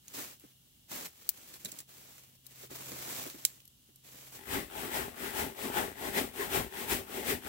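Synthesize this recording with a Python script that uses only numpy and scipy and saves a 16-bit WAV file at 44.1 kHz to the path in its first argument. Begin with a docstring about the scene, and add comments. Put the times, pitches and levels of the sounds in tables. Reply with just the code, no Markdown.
"""Folding saw by a campfire

By a small campfire a jacket sleeve swishes close to the microphones, padded knocks of the arm thump softly,
twigs snap and a faint hum wavers; then, at another spot, a folding saw is pushed and pulled through a dead
log, left of centre. Teeth knock the log at a rate set by the stroke speed, a steady scrape rings the blade,
and torn fibres hiss almost steadily, swelling and fading with each stroke. Cloth, fibres and air are shaped
noise; the log is resonances rung by uneven impacts and noise, the arm's knocks one low resonance each."""
import sys
import numpy as np
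from scipy import signal
from scipy.fft import rfft, irfft
from scipy.io import wavfile
from scipy.ndimage import uniform_filter1d

SR = 44100
rng = np.random.default_rng(int(sys.argv[2]) if len(sys.argv) > 2 else 0)


def boost(x):
    """Linear amplitude factor 10**(x/20) for a level x in decibels (scalar or array-like)."""
    u = np.asarray(x, float) / 20
    return 10 ** u


def persist_wave(psi):
    """Save psi, clipped to +-1, as 16-bit WAV."""
    counts = np.round(np.clip(psi, -1, 1) * 32767).astype(np.int16)
    wavfile.write(sys.argv[1], SR, np.atleast_2d(counts).T)


N = 330008
T = np.arange(N) / SR
SAWING_FROM_S = 4.37
FIRE_LAG, SAW_LAG = 22, -16  # samples by which the left microphone lags the right


def response(points):
    """Spread (Hz, dB) points over the bins of a full-length transform, straight in log frequency."""
    hz, db = np.transpose(points)
    bins_hz = np.arange(1, N // 2 + 2) * SR / N
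    return np.interp(np.log(bins_hz), np.log(hz), db)


def colour(x, points):
    """Shape the spectrum by (Hz, dB) points."""
    return irfft(rfft(x) * boost(response(points)), N)


def ring(x, modes):
    """Parallel resonances of alternating polarity, from (Hz, width Hz, dB) rows."""
    out = 0
    for k, (hz, width_hz, db) in enumerate(modes):
        b, a = signal.iirpeak(hz, hz / width_hz, SR)
        out = out + (-1) ** k * boost(db) * signal.lfilter(b, a, x)
    return out


def unit(x, lo_hz, hi_hz):
    """Scale a pair of channels so that their mean has rms 1 within a band."""
    band = signal.butter(4, [lo_hz, hi_hz], "band", fs=SR, output="sos")
    return x / signal.sosfilt(band, x.mean(0)).std()


def lagged(x, lag):
    """One sound reaches two spaced microphones at slightly different times."""
    left = np.roll(x[0], max(lag, 0))
    right = np.roll(x[-1], max(-lag, 0))
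    return np.array([left, right])


def pair(lag, own_db):
    """White noise at both microphones: a shared part, and a part scattered to each, weaker in the bass."""
    noise = rng.standard_normal((3, N))
    shared = rfft(lagged(noise[:1], lag))
    own = boost(own_db + response([(150, -7.5), (1500, 9.0)]))
    return irfft((shared + own * rfft(noise[1:])) / np.sqrt(1 + own ** 2), N)


def grit(rate_hz, mean_db):
    """Random levels held for 1 / rate_hz and smoothed as long, a few of them far above the rest."""
    hold = int(SR / rate_hz)
    levels = boost(mean_db * rng.exponential(size=N // hold + 1))
    return uniform_filter1d(np.repeat(levels, hold)[:N], hold)


# flames' flutter and faint hiss: pitch_hz, density_db
AIR_SPECTRUM = [(25, -3), (65, 0.5), (260, -4.5), (480, -18.5), (1700, -25), (2300, -41), (2800, -8.5),
                (4500, -16.5), (9000, -16), (15600, -14.5)]
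# strength of the hum over time: time_s, level_db
HUM_LEVEL = [(0.0, -78), (0.46, -72.5), (1.35, -91), (1.57, -70.5), (2.37, -71), (2.91, -57.5),
             (3.8, -76.5), (4.37, -63.5)]


def night():
    """Quiet air: low flutter and thin hiss of shaped noise, under a narrow hum of unsteady pitch."""
    air = colour(pair(FIRE_LAG, -0.48), AIR_SPECTRUM)
    air = unit(air, 30, 20700) * boost(-66.5)
    drift_hz = 60 * uniform_filter1d(rng.standard_normal(N), size=4096)
    tone = np.sqrt(2) * np.sin(2 * np.pi * np.cumsum(131 + drift_hz) / SR)
    time_s, level_db = np.transpose(HUM_LEVEL)
    hum_db = np.interp(T, time_s, level_db, left=-120, right=-120)  # silent outside the table
    return air + tone * boost(hum_db)


# soft bumps of the arm: start_s, peak_db, pitch_hz
ARM_BUMPS = [(0.434, -46.5, 264), (1.643, -40.5, 234), (1.72, -48.5, 260), (2.63, -44.5, 415),
             (2.709, -37, 325), (2.913, -40, 291), (3.253, -36, 337), (3.341, -41.5, 296),
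             (3.885, -55.5, 300)]


def bumps():
    """Soft padded knocks: a short crumple rings a broad, low resonance."""
    out, t = np.zeros(N), T[:4096]
    crumples = rng.standard_normal((len(ARM_BUMPS), len(t)))
    for (start_s, peak_db, pitch_hz), noise in zip(ARM_BUMPS, crumples):
        thud = ring(noise * t * np.exp(-t / 0.0081), [(pitch_hz, 110, 0)])
        out[int(start_s * SR):][:len(t)] += boost(peak_db) * thud / np.abs(thud).max()
    return lagged([out], FIRE_LAG)


# movements of the sleeve: start_s, end_s, start_level_db, end_level_db
SLEEVE_MOVES = [(.02, 0.123, -73, -58), (0.146, 0.198, -47.5, -44.5), (.2, 0.337, -45, -56.5),
                (0.407, .53, -64, -70.5), (0.917, 1.07, -44.5, -50), (1.1, 1.567, -66, -56.5),
                (1.6, 1.81, -60, -57), (1.893, 2.15, -59, -59), (2.15, 2.36, -59, -71.5),
                (2.45, 2.646, -70, -52), (2.711, 3.191, -53, -43.5), (3.195, 3.314, -44, -53.5),
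                (3.325, 3.45, -57.5, -56), (3.45, 3.698, -56.5, -76.5), (4.047, 4.174, -60.5, -57),
                (4.17, 4.308, -55, -59.5), (4.324, 4.363, -53.5, -51.5)]


def moves():
    """Swish level in dB: each movement sets in, drifts in strength and dies; the strongest is heard."""
    sets_in_db_s, dies_db_s, still_db = 700, 393, -76
    db = np.where(T < SAWING_FROM_S, float(still_db), -120.)
    for start_s, end_s, from_db, to_db in SLEEVE_MOVES:
        edge_db = sets_in_db_s * np.maximum(start_s - T, 0) + dies_db_s * np.maximum(T - end_s, 0)
        drift_db = np.interp(T, [start_s, end_s], [from_db, to_db])
        db = np.maximum(db, drift_db - edge_db)
    return db


# bright slide of woven cloth: pitch_hz, density_db
SWISH_SPECTRUM = [(1300, -8.5), (2300, -0.5), (5000, -2), (7600, 0.5), (9000, -4), (15600, 1.5)]
# softer, lower rub of the cloth: pitch_hz, density_db
RUB_SPECTRUM = [(25, -16), (70, -7.5), (280, 1.5), (1000, -2), (1800, -7), (4000, -25)]


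def sleeve():
    """Woven cloth slides on cloth: fine grains of friction, a bright swish over a softer rub."""
    grain = grit(700, 1.34) * grit(60, 1.48)
    swish = colour(grain * pair(FIRE_LAG, -0.41), SWISH_SPECTRUM)
    rub = colour(grain * grit(150, 1.77) * pair(FIRE_LAG, -3.9), RUB_SPECTRUM)
    swish_db = moves()
    rub_db = -58 + 1.22 * (swish_db + 50)  # the rub grows faster than the swish
    return unit(swish, 2700, 14300) * boost(swish_db) + unit(rub, 450, 2500) * boost(rub_db)


# snaps and ticks of twigs: start_s, peak_db (before panning), left_minus_right_db, brightest_hz, t60_s
TWIG_SNAPS = [(.080, -32, -1, 6700, 0.023), (.396, -44, 4, 12900, .015), (1.2895, -9.5, 7.5, 14800, 0.024),
              (1.539, -35, -1, 4070, .04), (1.647, -24.5, -5, 7300, 0.035), (1.655, -25.5, 0, 3900, 0.048),
              (1.717, -28.5, -4, 7400, 0.035), (1.787, -26.5, -1, 7500, 0.038),
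              (1.802, -31, 0, 7600, 0.031), (2.465, -36, 12, 13900, 0.016), (2.883, -37, 0, 7000, .012),
              (3.299, -29.5, -3, 4300, 0.0088), (3.450, -3.5, -2.5, 7360, 0.012),
              (3.602, -42, 0, 3000, .02), (3.652, -42.5, 1, 11800, 0.016), (3.676, -40, 0, 13400, .02),
              (3.9576, -40.5, 0, 12100, 0.018)]


def snaps():
    """A fibre parts: a sharp burst of bright noise with a leading band, then a fainter crackle."""
    out, t = np.zeros((2, N)), T[:8192]
    noises = rng.standard_normal((len(TWIG_SNAPS), 3, len(t)))
    for (start_s, peak_db, pan_db, hz, t60_s), noise in zip(TWIG_SNAPS, noises):
        attack = np.minimum(t / 0.0011, 1) ** 2
        crackle = 0.12 * 1000. ** (-t / 0.046) + .015 * 1000. ** (-t / 0.26)
        shape = attack * (1000. ** (-t / t60_s) + crackle)
        b, a = signal.butter(2, min(0.49 * hz, 4500), "high", fs=SR)
        wide = signal.lfilter(b, a, noise[0] + 1.24 * noise[1:])  # shared noise plus each side's own
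        burst = shape * (wide + 2.9 * ring(wide, [(hz, 0.047 * hz, 0)]))
        sides_db = peak_db + np.array([[pan_db], [-pan_db]]) / 2
        out[:, int(start_s * SR):][:, :len(t)] += burst * boost(sides_db) / np.abs(burst).max()
    return lagged(out, FIRE_LAG)


# saw strokes, pull and push in turn, each lasting until the next: turn_s, fastest_s, hiss_db, knock_db
SAW_STROKES = [(4.45, 4.543, -40.5, -35), (4.69, 4.82, -47, -41.5), (4.9, 4.969, -40.5, -37),
               (5.14, 5.25, -46, -41.5), (5.325, 5.4, -40, -36.5), (5.546, 5.641, -45, -40),
               (5.714, 5.785, -40, -33.5), (5.95, 6.065, -46, -39), (6.12, 6.181, -37.5, -33),
               (6.321, 6.42, -44.5, -39), (6.49, 6.561, -36.5, -33), (6.7, 6.811, -46, -43),
               (6.87, 6.92, -35, -33), (7.06, 7.181, -46.5, -41.5), (7.235, 7.306, -36.5, -34),
               (7.411, 7.501, -48, -43)]


def strokes(column, late_s):
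    """Level in dB of hiss (0) or knock (1): up from a turn to the fastest moment, down to the next turn."""
    # (hiss, knock) dB: blade resting in the cut, quick turn into a pull, pause before a push
    rest_db, into_pull_db, into_push_db = (-60.5, -57), (-51.5, -45.5), (-62, -55.5)
    # powers of time for speeding up and slowing down: 1 gives a pointed top, 2 a round one
    pull = into_pull_db, into_push_db, (1.4, 1.15)
    push = into_push_db, into_pull_db, (1.7, 1.8)
    db = np.where(T > SAWING_FROM_S, float(rest_db[column]), -120.)
    turns_s = [row[0] for row in SAW_STROKES] + [8.3]
    for k, (start_s, fastest_s, *tops_db) in enumerate(SAW_STROKES):
        into_db, out_db, (up, down) = (pull, push)[k % 2]
        if k == 0:
            into_db = rest_db
        peak_s, top_db = fastest_s + late_s, tops_db[column]
        before = np.clip((peak_s - T) / (peak_s - start_s), 0, 1)
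        after = np.clip((T - peak_s) / (turns_s[k + 1] - peak_s), 0, 1)
        rise = (into_db[column] - top_db) * before ** up
        fall = (out_db[column] - top_db) * after ** down
        db = np.where(T >= start_s, top_db + rise + fall, db)
    return db


TEETH_HZ, TEETH_AT_DB = 399.8, -36  # teeth a second at this knock level; level follows speed


def tooth_bites(knock_db):
    """Unevenly spaced and sized tooth impacts, and the brief tearing of fibres after each."""
    rate_hz = np.clip(TEETH_HZ * boost(.9 * (knock_db - TEETH_AT_DB)), 30, 425)
    teeth = np.cumsum(rate_hz) / SR
    chance = rng.standard_normal((int(teeth[-1]), 2))
    uneven = np.arange(len(chance)) + .13 * chance[:, 0]
    at = (np.interp(uneven, teeth, T) * SR).astype(int)
    bites = np.zeros(N)
    np.add.at(bites, at, boost(2.9 * chance[:, 1]) * np.sqrt(SR / np.sqrt(rate_hz[at] * TEETH_HZ)))
    tearing = signal.lfilter([1], [1, -np.exp(-1 / (0.0016 * SR))], bites * np.sqrt(rate_hz))
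    return bites, tearing / uniform_filter1d(tearing, size=4096)


# modes of log and handle: pitch_hz, width_hz, level_db
LOG_MODES = [(64.5, 34, -7), (251, 62, -2.5), (395.8, 37, 2.5), (580, 260, -8), (853, 119, -3),
             (1086, 82, -8), (1370, 410, -10.5), (1944, 346, -6.5), (2240, 360, -15), (3380, 520, -17.5)]


def log_body(push, slowing):
    """Each mode comes and goes as the teeth move along the cut; a slowing blade sounds duller."""
    out = 0
    for k, (hz, width_hz, db) in enumerate(LOG_MODES):
        wander = np.interp(T, np.linspace(0, T[-1], 128), rng.standard_normal(128))
        tilt_db = -2.5 * slowing * np.log2(hz / TEETH_HZ)
        mode = ring(push, [(hz, width_hz, db)])
        out = out + (-1) ** k * boost(2.48 * wander + tilt_db) * mode
    return out


# the slowing blade snags in the cut: start_s, peak_db (before the left-right balance)
BLADE_SNAGS = [(5.079, -31), (5.462, -30), (5.491, -40), (5.698, -27), (5.879, -31), (5.915, -38.5),
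               (6.644, -32), (6.662, -34)]


def snags():
    """A blunt jolt of about a millisecond rings the log."""
    jolt = ring(np.exp(-(T[:4096] / 0.00038 - 2) ** 2), LOG_MODES)
    start_s, peak_db = np.transpose(BLADE_SNAGS)
    at = np.zeros(N)
    at[(start_s * SR).astype(int)] = boost(peak_db)
    return lagged([signal.fftconvolve(at, jolt / np.abs(jolt).max())[:N]], SAW_LAG)


# hiss of torn fibres: pitch_hz, density_db
FIBRE_SPECTRUM = [(1000, -7), (2500, 4.5), (4800, -3.5), (7000, -4.5), (13000, -2), (15600, 0)]
# ringing of the blade: pitch_hz, width_hz, level_db
BLADE_MODES = [(5430, 97, -24), (7790, 200, 5)]


def scrape_hiss(tearing):
    """Torn fibres hiss as almost steady noise, only faintly rippled by the teeth; it also rings the blade."""
    scrape = (1 + 0.057 * tearing) * pair(SAW_LAG, 1.7)
    return colour(scrape, FIBRE_SPECTRUM) + ring(scrape, BLADE_MODES)


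# balance of the saw between the channels: pitch_hz, left_minus_right_db
LEFT_RIGHT = [(60, 8.5), (380, 1.5), (1000, 8), (4400, 2), (9000, 9.5)]


def saw():
    """Uneven tooth impacts and noise ring the log, a rasp when fast, a judder when slow, under a hiss."""
    # the teeth knock hardest just after the fastest moment
    knock_db, hiss_db = strokes(column=1, late_s=.012), strokes(column=0, late_s=0)
    bites, tearing = tooth_bites(knock_db)
    push = 0.76 * lagged([bites], SAW_LAG) + (1.16 + 0.4 * tearing) * pair(SAW_LAG, -3.5)
    change_db_s = np.gradient(uniform_filter1d(knock_db, size=1024)) * SR
    slowing = np.clip(-change_db_s / 250, 0, 1)
    knock = unit(log_body(push, slowing), 150, 3000) * boost(knock_db)
    hiss = unit(scrape_hiss(tearing), 3800, 17040) * boost(hiss_db)  # swells and fades with each stroke
    both = knock + hiss + snags()
    half = boost(response(LEFT_RIGHT) / 2)
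    return irfft(rfft(both) * [half, 1 / half], N)


def scene():
    """Fireside first, then the sawing, over the same quiet air."""
    return night() + sleeve() + bumps() + snaps() + saw()


def roll_off(x):
    """The treble ends steeply here."""
    return signal.sosfilt(signal.butter(12, 17000, fs=SR, output="sos"), x)


def record(dry):
    """The microphones lose the deepest bass; the recorder cuts the top steeply."""
    thin = signal.lfilter(*signal.butter(2, 45, "high", fs=SR), dry)
    top_cut = signal.ellip(10, .3, 60, 15800, fs=SR, output="sos")
    finished = signal.sosfilt(top_cut, thin)
    return roll_off(finished)


dry = scene()
out = record(dry)
persist_wave(out)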